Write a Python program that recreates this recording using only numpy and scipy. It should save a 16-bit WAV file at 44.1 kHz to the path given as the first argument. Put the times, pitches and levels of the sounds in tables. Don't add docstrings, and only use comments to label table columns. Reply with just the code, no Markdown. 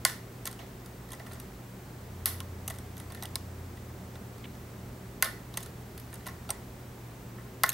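import sys
import numpy as np
from scipy import signal
from scipy.fft import rfft, irfft, next_fast_len
from scipy.io import wavfile
from scipy.ndimage import uniform_filter1d, map_coordinates

SR = 44100
rng = np.random.default_rng(int(sys.argv[2]) if len(sys.argv) > 2 else 0)


def to_wav(s):
    ch = np.atleast_2d(s).T
    pcm = np.round(np.clip(ch, -1, 1) * 32767)
    wavfile.write(sys.argv[1], SR, pcm.astype(np.int16))


def voltage_ratio(decibels):
    exponent = np.asarray(decibels, float) / 20
    return 10 ** exponent


N = 340893
CONTACT_SAMPLES = 12288

# (centre [Hz], width [Hz], level [dB])
PIN_MODES = [(6500, 190, 6.5), (8560, 3500, -9), (8500, 510, 11.5), (8900, 1200, 3), (10000, 990, 11),
             (11000, 250, 6), (11700, 720, 11), (13650, 610, 8), (13300, 820, 2), (10500, 5600, 5)]
TOOL_MODES = [(2640, 360, 3.5), (3864, 220, 4), (4050, 790, 7.5), (5100, 63, -29), (6260, 320, 2.5),
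              (3910, 2570, 5)]
VICE_MODES = [(530, 88, -12.5), (648, 80, -3.5), (820, 115, -8), (1070, 56, -3), (1280, 360, -4.5),
              (1402, 337, -3.5), (1660, 100, -13), (1792, 36, 2.5), (1969, 54, 0.5), (2230, 270, -12.5)]
# (level [dB], t60 [s], colour blur [Hz])
DIFFUSE_TAILS = [(-9.5, 0.29, 3300), (-8, 0.36, 2500), (-5, 0.4, 120)]
PART_LAGS_S = [0, 0.000229, 0.001223]
# (centre [Hz], t60 [s], gap [Hz], partner share [0-1], level re blow [dB])
VICE_RING = [(1061, 0.2, 14, 0.4, -13.5), (1462, 0.24, 15.4, 1, -16.5), (1690, 0.19, 17, .99, -33),
             (1772, 0.24, 22.2, 1, -16.5), (2065, 0.091, 24, 0.7, -7)]

# (time [s], pins [dB], vice [dB], brightest pin [Hz], tools [dB])
WRENCH_SNAPS = [
    (0.05, -14.5, -21.5, 8500, -17),
    (2.257, -17, -39.5, 10800, -26),
    (5.224, -16, -21, 10500, -19.5),
    (7.6346, -17.5, -18.5, 13000, -21.5),
]
# (time [s], pins [dB], tools [dB], vice [dB], brightest tool [Hz])
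PIN_SETS = [
    (2.4031, -38.5, -36, -42, 3270),
    (0.474, -31, -34, -39.5, 3550),
    (3.224, -38, -37, -38.5, 4060),
    (3.2545, -39.5, -37, -52, 4220),
    (3.3553, -27, -26, -39.5, 5100),
    (5.5725, -33.5, -36, -49, 3820),
    (6.504, -23.5, -29, -37, 5770),
]
# (time [s],
# pins [dB], vice [dB], brightest pin [Hz], after-rattle [dB])
TAPS = [(0.0968, -39, -42, 11200, 2), (2.2734, -36, -44.5, 11400, 10),
        (7.6383, -30, -19.5, 12000, -5), (5.2435, -32, -44, 11200, -10),
        (5.2476, -36, -38, 11800, -3), (5.2565, -37.5, -33.5, 10000, 6.5),
        (7.6615, -37, -40, 11300, -2), (7.681, -47.5, -46, 9900, -6),
        (7.6911, -20.5, -57, 7000, -13), (7.7003, -31, -46, 10600, -4), (7.718, -39, -49, 11500, -6),
        (7.7277, -38, -42, 11600, -6)]
# (time [s], pins [dB], vice [dB], brightest pin [Hz], brightest tool [Hz])
PICK_CLICKS = [(0.4543, -32, -43, 7000, 6160), (0.4703, -38, -44.5, 12000, 3700),
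               (1.1184, -40, -49, 10300, 3600), (1.131, -42, -42, 6200, 6170),
               (2.6778, -30, -43, 12000, 6140), (2.6995, -37.5, -40, 7100, 3900),
               (2.7054, -40, -46, 8500, 3040), (3.2328, -36.5, -46, 11700, 3900),
               (5.5714, -30, -35, 8900, 6400), (5.6317, -43, -54, 9540, 3860),
               (6.1402, -40.5, -70, 9500, 6210), (6.2658, -40, -38.5, 8300, 4230),
               (6.2731, -40.5, -45, 12100, 4020)]
# (time [s], pins [dB], vice [dB], brightest pin [Hz])
PICK_TICKS = [(0.4662, -38, -43, 7000), (0.512, -43.5, -66, 8600), (0.5268, -46, -53, 8400),
              (0.86, -47, -57, 10000), (1.088, -54, -54, 8500), (1.1485, -52, -60, 8500),
              (1.2686, -51, -64, 9300), (1.3193, -49, -57, 8600), (1.333, -46, -65, 8600),
              (1.3446, -54, -63, 8500), (1.399, -42, -54.5, 8700), (2.74, -53, -55, 8900),
              (2.7475, -52, -63, 8900), (2.7596, -55, -57, 7040), (2.7855, -44.5, -51, 8800),
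              (2.968, -46, -53, 12900), (2.978, -45, -62, 6000), (2.9995, -43, -49.5, 8550),
              (3.121, -45.5, -50, 8930), (3.1472, -44, -46, 9600), (4.3808, -55, -67, 8450),
              (5.604, -44, -63, 9700), (5.6113, -52, -58, 8900), (5.6278, -42, -61, 6680),
              (5.6599, -45.5, -50, 9600), (5.9768, -43, -54, 9700), (5.998, -45, -63, 11250),
              (6.128, -47, -46.5, 8500), (6.155, -48, -58, 8500), (6.2937, -51, -58, 11500)]
# (time
# [s], pins [dB], vice [dB], strongest vice mode [Hz])
HAND_NUDGES = [(1.1041, -52, -56, 1850), (1.139, -56, -49.5, 1000), (1.1962, -56, -44.5, 810),
               (1.264, -56, -46, 1050), (1.3117, -58, -47, 1040), (1.3277, -60, -52, 670),
               (3.102, -54, -50, 806), (3.172, -60, -52, 1840), (3.2456, -63, -46, 810),
               (3.7706, -61, -54, 1865), (2.2567, -45, -34.5, 1140), (5.5743, -43, -47, 1010),
               (6.258, -54, -49, 1886), (6.2837, -48, -45, 1060), (6.4907, -45, -38.5, 794),
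               (6.4955, -59, -48, 684), (7.3796, -71, -53.5, 1390)]
# (time [s], tools [dB], vice [dB], brightest tool [Hz], after-rattle [dB])
TOOL_RUBS = [
    (0.5904, -46, -48.5, 2860, 13),
    (1.356, -54.5, -54, 4450, -8),
    (2.7182, -53, -57, 3820, -6),
    (4.1541, -49, -45, 4070, -12),
    (4.55, -56, -55, 3104, -8),
    (5.5397, -42.5, -51, 3900, 0),
    (6.2054, -56, -57, 3970, -6),
]
CONTACT_KINDS = {"snap": (2.2, 1566, -1, 0), "set": (3, 1046, -7.5, 0), "tap": (3.2, 1450, 0.1, 0.1),
                 "click": (5.5, 1020, -3, -3.5), "tick": (4, 1519, 3.5, -1.7), "nudge": (6, 1000, 5, 2.5),
                 "rub": (4.8, 750, 0.1, 0.1)}
# (time [s], slip rate [Hz], level [dB])
SQUEAK_PATH = [
    (4.4382, 1000, -66),
    (4.4428, 1100, -42.5),
    (4.445, 710, -46),
    (4.451, 580, -55),
    (4.457, 580, -47),
    (4.461, 510, -66),
]

# (centre [Hz], width [Hz], level [dB rms])
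HUM_LINES = [(57.4, 7.8, -62.5), (127.6, 6.8, -64), (188.3, 6.8, -57.5), (372.3, 84, -57)]
# (time [s], firing rate [Hz], level [dB rms])
ENGINE_PATH = [(0, 82.5, -55), (1.1, 86.1, -75), (1.35, 83.6, -48.5), (1.7, 86.7, -70), (2.05, 86.9, -50),
               (2.35, 88.2, -41), (2.9, 87.5, -45), (3.36, 88.1, -47), (3.83, 85.3, -45), (4.1, 83.8, -50),
               (4.78, 81.4, -55), (5.5, 80.4, -61.5), (6.3, 81.9, -51.5), (7.73, 82, -76)]
# (frequency [Hz], density [dB/Hz])
AIR_SPECTRUM = [(15, -32), (30, -22.5), (50, -10), (150, -12.5), (250, -12.5), (320, -19), (550, -21),
                (1200, -27.5), (2100, -35.5), (2700, -45), (5000, -41)]
HISS_SPECTRUM = [(2000, -31), (5000, -40), (11000, -40.5), (15300, -37.5), (15900, -55), (16300, -70)]
# (frequency [Hz], likeness [0-1])
LIKENESS = [(60, 1), (130, 1), (290, 0.96), (640, 0.75), (1400, 0.35), (4000, 0.6), (8000, 0.35),
            (15000, 0.93)]

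PIN_HZ, TOOL_HZ, TOOL_SPREAD = 9000, 4120, 0.12
SNAP_TOOL_HZ = 4650
TOWARDS_VICE = 0.24
RUB_PINS_DB = -10
SNAP_DRIES = 0.32
CLEAN_MS, CLEAN_GROWS = 3.6, 1.2
STREET_FOLLOWS = 0.043
WHISTLE_HZ = 15734


def along(points, hz):
    f, v = np.transpose(points)
    return np.interp(np.log(hz + 1), np.log(f + 1), v)


def unit(x):
    return x / np.sqrt(np.mean(x ** 2) + 1e-20)


def wobble(rate_hz):
    knots = rng.standard_normal(int(N * rate_hz / SR) + 4)
    return map_coordinates(knots, [np.arange(N) * rate_hz / SR])


def sine(phase):
    return np.sqrt(2) * np.sin(phase)


def resonance(hz, centre_hz, width_hz):
    return 1j * hz * width_hz / (centre_hz ** 2 - hz ** 2 + 1j * hz * width_hz)


def contacts():
    listed = [("snap", WRENCH_SNAPS, "s pins vice pin_hz tools"),
              ("tap", TAPS, "s pins vice pin_hz rattle"),
              ("set", PIN_SETS, "s pins tools vice tool_hz"),
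              ("click", PICK_CLICKS, "s pins vice pin_hz tool_hz"),
              ("tick", PICK_TICKS, "s pins vice pin_hz"),
              ("nudge", HAND_NUDGES, "s pins vice vice_hz"),
              ("rub", TOOL_RUBS, "s tools vice tool_hz rattle")]
    found = []
    for kind, table, names in listed:
        for row in table:
            hit = dict(zip(("ms", "vice_hz", "rattle", "lift"), CONTACT_KINDS[kind]))
            hit["pin_hz"] = PIN_HZ
            hit["tool_hz"] = TOOL_HZ * np.exp(TOOL_SPREAD * rng.standard_normal())
            hit.update(zip(names.split(), row))
            hit.setdefault("pins", hit.get("tools", 0) + RUB_PINS_DB)
            vice_over_pins_db = hit["vice"] - hit["pins"]
            hit.setdefault("tools", hit["pins"] + TOWARDS_VICE * vice_over_pins_db + hit["lift"])
            if kind == "snap":
                hit["tool_hz"] = SNAP_TOOL_HZ
                hit["rattle"] -= SNAP_DRIES * vice_over_pins_db
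            found.append(hit)
    columns = "s pins pin_hz tools tool_hz vice vice_hz ms rattle".split()
    return [np.array([hit[name] for hit in found]) for name in columns]


def scrape_shape(contact_ms):
    t = np.arange(2048) / SR
    life_s = np.clip(contact_ms, .3, 15)[:, None] * 5e-4
    return (1 - np.exp(-t / .00015)) * (np.exp(-t / life_s) + .14 * np.exp(-t / .007))


def struck(modes, shape, blow, scatter_db, favoured_hz, width_hz, share):
    hz = np.fft.rfftfreq(CONTACT_SAMPLES, 1 / SR)
    grit = shape * rng.standard_normal(shape.shape) * voltage_ratio(4.5 * rng.standard_normal(shape.shape))
    force = rfft(grit, CONTACT_SAMPLES) + blow * np.exp(-2j * np.pi * hz * 0.000507)
    shapes = np.array([(-1) ** k * voltage_ratio(db) * resonance(hz, centre, width)
                       for k, (centre, width, db) in enumerate(modes)])
    response = voltage_ratio(scatter_db * rng.standard_normal((len(shape), len(modes)))) @ shapes
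    response = response * (share + resonance(hz, favoured_hz[:, None], width_hz))
    return force * response, response


def diffuse_tail(spectrum, response, t60_s, blur_hz):
    t = np.arange(CONTACT_SAMPLES) / SR
    blur_bins = int(blur_hz * CONTACT_SAMPLES / SR) + 1
    wash = np.sqrt(np.abs(uniform_filter1d(np.abs(response) ** 2, blur_bins, axis=1)))
    wash = wash * (np.linalg.norm(spectrum, axis=1) / np.linalg.norm(wash, axis=1))[:, None]
    fade = voltage_ratio(-60 * t / t60_s) * np.clip((t - .004) / 0.0013, 0, 1) * (t < .25)
    noise = rng.standard_normal((3, len(spectrum), CONTACT_SAMPLES))
    common, left, right = noise * fade / np.linalg.norm(fade)
    return wash * rfft(np.array([0.63 * common + 0.5 * left, 0.47 * common + 0.63 * right]))


def lock():
    s, pins_db, pin_hz, tools_db, tool_hz, vice_db, vice_hz, contact_ms, rattle_db = contacts()
    hz = np.fft.rfftfreq(CONTACT_SAMPLES, 1 / SR)
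    shape = scrape_shape(contact_ms)
    clean = (CLEAN_MS / contact_ms[:, None]) ** CLEAN_GROWS
    # (spectrum and response, level [dB], samples over which the level holds)
    parts = [(struck(PIN_MODES, shape, clean * 3.4, 2.0, pin_hz, 1600, 0.74), pins_db - 1.0, 130),
             (struck(TOOL_MODES, shape, clean * 3.6, 1.8, tool_hz, 500, 0.64), tools_db - 1.5, 130),
             (struck(VICE_MODES, shape, clean * 3.15, 1.23, vice_hz, 330, 0.44), vice_db - 3.0, 260)]
    heard = 0
    for part, (wet_db, t60_s, blur_hz), lag_s in zip(parts, DIFFUSE_TAILS, PART_LAGS_S):
        (spectrum, response), db, head = part
        spectrum = spectrum * np.exp(-2j * np.pi * hz * lag_s)
        start = irfft(spectrum, CONTACT_SAMPLES)[:, :head]
        spectrum = spectrum * (voltage_ratio(db) / np.sqrt(np.mean(start ** 2, 1)))[:, None]
        tail = diffuse_tail(spectrum, response, t60_s, blur_hz)
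        heard = heard + spectrum + voltage_ratio(wet_db + rattle_db)[:, None] * tail
    hands = np.array([1 + .25 * np.exp(-2j * np.pi * hz * .0009),
                      1 + .3 * np.exp(-2j * np.pi * hz * .0014)])
    sounds = irfft(heard * hands[:, None], CONTACT_SAMPLES)
    out = np.zeros((2, N + CONTACT_SAMPLES))
    for start, sound in zip(np.round(s * SR).astype(int), sounds.transpose(1, 0, 2)):
        out[:, start:start + CONTACT_SAMPLES] += sound
    return out[:, :N] * voltage_ratio([[-.8], [.6]])


def vice_ring():
    out = np.zeros((2, N + CONTACT_SAMPLES))
    t = np.arange(CONTACT_SAMPLES) / SR
    swell = 1 - np.exp(-t / 0.00076)
    for s, _, blow_db, *_ in WRENCH_SNAPS:
        start = round(s * SR)
        for hz, t60_s, gap_hz, share, db in VICE_RING:
            wander = np.cumsum(rng.standard_normal(CONTACT_SAMPLES)) * 0.018 + rng.normal(0, 0.22, (2, 1))
            upper = np.sin(2 * np.pi * (hz + gap_hz / 2) * t + wander)
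            lower = np.sin(2 * np.pi * (hz - gap_hz / 2) * t + wander)
            decay = voltage_ratio(blow_db + db - 60 * t / t60_s)
            out[:, start:start + CONTACT_SAMPLES] += decay * swell * (upper + share * lower)
    return out[:, :N]


def squeak_throat(hz):
    low = resonance(hz, 2300, 600) * resonance(hz, 1900, 900)
    high = resonance(hz, 3180, 800) * resonance(hz, 3100, 900)
    return np.abs(low) + np.abs(high)


def squeak():
    s, rate_hz, db = np.transpose(SQUEAK_PATH)
    first, last = round(s[0] * SR), round(s[-1] * SR)
    t = np.arange(first, last) / SR
    slips_hz = np.interp(t, s, rate_hz)
    phase = 2 * np.pi * np.cumsum(slips_hz) / SR
    tone = sum(squeak_throat(k * slips_hz) * np.sin(k * phase) for k in range(1, 9))
    out = np.zeros(N)
    out[first:last] = voltage_ratio(np.interp(t, s, db)) * tone
    return out


def stereo_noise(gain):
    size = next_fast_len(N)
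    hz = np.fft.rfftfreq(size, 1 / SR)
    turn = np.arccos(np.clip(along(LIKENESS, hz), 0, 1)) / 2
    spectra = rfft(rng.standard_normal((2, size))) * gain(hz) * [np.cos(turn), np.sin(turn)]
    mid, side = irfft(spectra, size)[:, :N]
    return np.array([mid + side, mid - side])


def hums():
    t = np.arange(N) / SR
    lines = 0
    for centre_hz, width_hz, db in HUM_LINES:
        line = stereo_noise(lambda hz: np.abs(resonance(hz, centre_hz, width_hz)) ** 2)
        lines = lines + voltage_ratio(db) * unit(line)
    mains = voltage_ratio(-49.0 + 0.41 * wobble(1.7)) * sine(2 * np.pi * 119.8 * t + 0.83 * wobble(8))
    whistle = voltage_ratio(-65) * sine(2 * np.pi * WHISTLE_HZ * t)
    return lines + mains + whistle


def engine():
    s, firing_hz, db = np.transpose(ENGINE_PATH)
    t = np.arange(N) / SR
    phase = 2 * np.pi * np.cumsum(np.interp(t, s, firing_hz)) / SR + 0.52 * wobble(6)
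    return voltage_ratio(np.interp(t, s, db) + 2.1 * wobble(5.49)) * sine(phase)


def background():
    s, _, engine_db = np.transpose(ENGINE_PATH)
    street_db = STREET_FOLLOWS * (engine_db - engine_db.mean())
    air = stereo_noise(lambda hz: voltage_ratio(along(AIR_SPECTRUM, hz) - 17) * (hz < 9000))
    air = air * voltage_ratio(np.interp(np.arange(N) / SR, s, street_db)) * voltage_ratio([[-.3], [.3]])
    hiss = stereo_noise(lambda hz: voltage_ratio(along(HISS_SPECTRUM, hz) - 18))
    return air + hiss


def scene():
    return lock() + vice_ring() + squeak() + hums() + engine() + background()


def roll_off(x):
    return signal.sosfilt(signal.butter(12, 17000, fs=SR, output="sos"), x)


def record(dry):
    size = next_fast_len(N + 4096)
    rolloff = [(15000, -0.5), (16000, -9), (16600, -33), (17200, -60)]  # (Hz, dB)
    top = voltage_ratio(along(rolloff, np.fft.rfftfreq(size, 1 / SR)))
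    mix = irfft(rfft(dry, size) * top, size)[:, :N]
    return roll_off(mix)


dry = scene()
out = record(dry)
to_wav(out)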